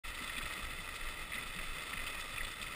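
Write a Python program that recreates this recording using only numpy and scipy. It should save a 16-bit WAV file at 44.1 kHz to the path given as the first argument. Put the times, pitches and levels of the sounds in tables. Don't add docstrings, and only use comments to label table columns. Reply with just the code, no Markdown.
import sys
import numpy as np
from scipy import signal
from scipy.fft import rfft, irfft, next_fast_len
from scipy.io import wavfile
from scipy.ndimage import map_coordinates

SR = 44100
rng = np.random.default_rng(int(sys.argv[2]) if len(sys.argv) > 2 else 0)


def digitize_waveform(pressure):
    field = np.atleast_2d(pressure).T
    bounded = np.clip(field, -1, 1)
    quanta = np.round(bounded * 32767).astype(np.int16)
    wavfile.write(sys.argv[1], SR, quanta)


N = 121275

# time in seconds, level in dB before GLIDE_TRIM_DB.
GLIDE_LEVEL = [(.05, -44.5), (.12, -46), (.24, -44.5), (.34, -45), (.44, -45.5), (.57, -45), (.74, -46),
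               (.85, -46.5), (1.06, -45), (1.29, -46.5), (1.36, -45), (1.53, -46.5), (1.6, -45.5),
               (1.89, -45), (2.08, -44), (2.29, -46), (2.39, -43.5), (2.55, -47.5), (2.64, -44),
               (2.75, -46.5)]
GLIDE_TRIM_DB = 0.54
SURGE_DB, SURGE_KNOTS_PER_S = 0.56, 74.5
CHATTER_DB, CHATTER_KNOTS_PER_S = 1.49, 190.1
GRAINS_PER_S, GRAIN_SPREAD_DB, POWDER_DB = 2200, 4, -1.5
DRIFT_DB, DRIFT_KNOTS_PER_S, DRIFT_SPLIT_HZ = 0.5, 45.18, 2600

# frequency in Hz, width at half power in Hz, relative level in dB.
RESONANCES = [(580, 147, -13.5), (923, 170, -14.5), (1233, 138, -4.5), (1324, 110, -3.5), (1560, 67, -17),
              (1890, 108, -2.5), (2035, 110, 0.5), (2236, 88, -10), (2517, 106, -2), (2637, 82, -3.5),
              (2925, 95, -11), (3100, 83, -10), (3487, 89, -2), (3740, 120, -12), (3925, 130, -15.5),
              (4740, 230, -15), (5370, 150, -17)]
# frequency in Hz, relative level in dB per Hz.
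SNOW_RUSH = [(60, -22), (250, -13.5), (500, -14.5), (780, -21.5), (1500, -13.5), (3000, -14), (4200, -17),
             (5000, -20), (5900, -28)]

# start in seconds, time until release in seconds, centre in Hz, level in dB before BITE_TRIM_DB.
CRUST_BITES = [(0.143, 0.017, 3500, -43), (0.227, 0.014, 3900, -46), (0.274, 0.0081, 3550, -41.5),
               (0.296, 0.0046, 2300, -36), (0.37, .014, 2900, -40), (.380, 0.0065, 3030, -35.5),
               (.409, 0.011, 1500, -37.5), (0.421, 0.015, 3400, -38.5), (0.455, 0.0068, 3020, -40),
               (0.512, 0.0034, 2300, -48), (0.524, 0.017, 3560, -42), (0.702, 0.021, 3300, -44.5),
               (0.787, 0.016, 1970, -43.5), (0.941, 0.032, 4350, -45), (1.012, 0.0044, 2100, -56),
               (1.066, 0.016, 2320, -43), (1.32, 0.0088, 2140, -38), (1.333, 0.0073, 2100, -38),
               (1.341, 0.016, 3300, -39), (1.42, 0.014, 1960, -40), (1.562, 0.013, 2980, -44),
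               (1.587, 0.011, 2070, -39.5), (1.623, 0.032, 2770, -43.5), (1.731, 0.017, 2220, -49),
               (1.795, 0.014, 2530, -45), (1.93, .01, 2250, -38), (1.971, 0.0078, 2370, -36),
               (1.991, 0.0075, 2000, -37.5), (2.064, 0.017, 3480, -38.5), (2.105, 0.0029, 3250, -42),
               (2.205, .008, 5360, -42), (2.3794, 0.0042, 2570, -37), (2.446, .01, 3500, -40),
               (2.465, 0.0052, 2660, -41.5), (2.514, 0.0076, 5000, -45), (2.615, 0.016, 3800, -39.5),
               (2.664, 0.0066, 2180, -39)]
BITE_TRIM_DB, BITE_Q = -3, 1.04
BITE_ATTACK_S, BITE_RELEASE_S = 0.00087, 0.0029

# start in seconds, time until release in seconds, mean pitch in Hz, level in dB.
STICK_SLIPS = [(.3645, .005, 2450, -38), (1.3795, .006, 2020, -37), (2.379, .003, 2450, -35),
               (2.406, .01, 2000, -37)]
SQUEAK_WAVER, SQUEAK_WAVER_KNOTS_PER_S = 0.0485, 700

# start in seconds, mean pitch in Hz, level in dB before THUD_TRIM_DB.
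BUMPS = [(0.206, 250, -48.5), (0.373, 260, -48.5), (0.429, 129, -51), (.575, 185, -52), (.63, 90, -55),
         (.705, 167, -51.5), (0.781, 170, -51.5), (1.345, 240, -50), (1.39, 119.6, -55.5),
         (1.415, 240, -54), (1.557, 190, -47), (1.64, 91.4, -52), (1.761, 131, -52.5), (1.936, 199.4, -49),
         (2.02, 99.3, -53), (2.21, 85, -63), (2.335, 84, -50), (2.40, 101.6, -56), (2.455, 98, -52.5),
         (2.597, 190, -53), (2.655, 130, -55)]
THUD_ATTACK_S, THUD_HOLD_S, THUD_RELEASE_S = 0.006, 0.015, 0.02
THUD_WAVER, THUD_WAVER_KNOTS_PER_S, THUD_TRIM_DB = 0.217, 168.4, -2
# frequency in Hz, relative level in dB per Hz.
RUMBLE_COLOUR = [(20, -10), (70, 8), (130, 2), (250, -2.5), (400, -8.5), (600, -2.5), (900, -11),
                 (3000, -26)]
RUMBLE_DB = -58

# peak time in seconds, half length (standard deviation) in seconds, level in dB before GUST_TRIM_DB.
WIND_GUSTS = [(0.087, 0.03, -41), (0.469, 0.047, -39.5), (0.68, 0.041, -39), (0.79, 0.018, -49.5),
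              (1.067, 0.055, -42), (1.244, 0.04, -47), (1.494, 0.021, -43), (1.605, 0.015, -41),
              (1.707, 0.028, -43), (1.997, 0.036, -43.5), (2.432, 0.021, -41), (2.658, 0.022, -42)]
GUST_TRIM_DB, BREEZE_DB = -1, -54
# frequency in Hz, relative level in dB per Hz.
WIND_SPECTRUM = [(5, -37), (14, -13), (22, 12), (34, -12), (48, -6), (70, -13), (120, -31.5), (300, -31),
                 (1000, -59)]

START_S, FADE_S = 0.036, 0.02
HOLD_HZ, TOP_HZ = 12000, 15400


def amp(db):
    return 10 ** (np.asarray(db) / 20)


def unit(x):
    return x / np.sqrt(np.mean(x ** 2) + 1e-20)


def clock():
    return np.arange(N) / SR


def curve(rows):
    return np.interp(clock(), *np.transpose(rows))


def colour(points, hz):
    point_hz, db = np.transpose(points)
    return amp(np.interp(np.log(hz + 1), np.log(point_hz + 1), db))


def wobble(knots_per_s):
    knots = rng.standard_normal(N)
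    return map_coordinates(knots, [clock() * knots_per_s], mode="wrap")


def filtered(x, response):
    size = next_fast_len(N + SR // 2)
    hz = np.fft.rfftfreq(size, 1 / SR)
    return irfft(rfft(x, size) * response(hz), size)[:N]


def noise(points):
    white = rng.standard_normal(N)
    return unit(filtered(white, lambda hz: colour(points, hz)))


def burst(start, attack, hold, release):
    t = clock() - start
    rise = np.clip(t / attack, 0, 1)
    return rise * np.exp(-np.maximum(t - hold, 0) / release)


def swing(hz, cycles):
    return np.sqrt(2) * np.sin(2 * np.pi * hz * cycles)


def crunch():
    breaks = rng.random(N) < GRAINS_PER_S / SR
    sizes = amp(GRAIN_SPREAD_DB * np.clip(rng.standard_normal(N), -2, 2))
    signs = np.sign(rng.standard_normal(N))
    powder = amp(POWDER_DB) * rng.standard_normal(N)
    return unit(unit(breaks * sizes * signs) + powder)


def body(x, size=4096):
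    hz = np.fft.rfftfreq(size, 1 / SR)
    power = colour(SNOW_RUSH, hz) ** 2
    for centre, width, db in RESONANCES:
        offset = (hz - centre) / (0.77 * width)
        power = power + amp(db) ** 2 / (1 + offset ** 2) ** 2
    cepstrum = irfft(np.log(power) / 2)
    fold = 1 + np.sign(np.fft.fftfreq(size))
    ring = irfft(np.exp(rfft(cepstrum * fold)))
    return signal.fftconvolve(x, ring / np.linalg.norm(ring))[:N]


def runners():
    surge = SURGE_DB * wobble(SURGE_KNOTS_PER_S)
    chatter = CHATTER_DB * wobble(CHATTER_KNOTS_PER_S)
    pressure = amp(curve(GLIDE_LEVEL) + GLIDE_TRIM_DB + surge + chatter)
    glide = body(pressure * crunch())
    dull = filtered(glide, lambda hz: hz < DRIFT_SPLIT_HZ)
    bright = glide - dull
    dull_swell = amp(DRIFT_DB * wobble(DRIFT_KNOTS_PER_S))
    bright_swell = amp(DRIFT_DB * wobble(DRIFT_KNOTS_PER_S))
    return dull * dull_swell + bright * bright_swell


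def band(x, hz, q):
    b, a = signal.iirpeak(hz, q, fs=SR)
    once = signal.lfilter(b, a, x)
    return unit(signal.lfilter(b, a, once))


def scrapes():
    ringing = body(crunch())
    total = np.zeros(N)
    for start, hold, hz, db in CRUST_BITES:
        bite = burst(start, BITE_ATTACK_S, hold, BITE_RELEASE_S)
        total += amp(db + BITE_TRIM_DB) * bite * band(ringing, hz, BITE_Q)
    return total


def squeaks():
    cycles = np.cumsum(1 + SQUEAK_WAVER * wobble(SQUEAK_WAVER_KNOTS_PER_S)) / SR
    total = np.zeros(N)
    for start, hold, hz, db in STICK_SLIPS:
        slip = burst(start, BITE_ATTACK_S, hold, BITE_RELEASE_S)
        total += amp(db) * slip * swing(hz, cycles)
    return total


def sled():
    cycles = np.cumsum(1 + THUD_WAVER * wobble(THUD_WAVER_KNOTS_PER_S)) / SR
    thuds = np.zeros(N)
    for start, hz, db in BUMPS:
        bump = burst(start, THUD_ATTACK_S, THUD_HOLD_S, THUD_RELEASE_S)
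        thuds += amp(db + THUD_TRIM_DB) * bump * swing(hz, cycles)
    return thuds + amp(RUMBLE_DB) * noise(RUMBLE_COLOUR)


def wind():
    gusts = np.zeros(N)
    for peak, half, db in WIND_GUSTS:
        gusts += amp(db + GUST_TRIM_DB) * np.exp(-0.5 * ((clock() - peak) / half) ** 2)
    strength = np.hypot(gusts, amp(BREEZE_DB))
    return strength * noise(WIND_SPECTRUM)


def scene():
    mix = runners() + scrapes() + squeaks() + sled() + wind()
    return mix[None]


def record(dry):
    fade_in = np.clip((clock() - START_S) / FADE_S, 0, 1)
    limited = filtered(dry[0], lambda hz: hz < HOLD_HZ / 2) * fade_in
    sampled = limited * (1 + 2 * np.cos(2 * np.pi * HOLD_HZ * clock()))
    return filtered(sampled, lambda hz: np.sinc(hz / HOLD_HZ) * (hz < TOP_HZ))[None]


dry = scene()
out = record(dry)
digitize_waveform(out)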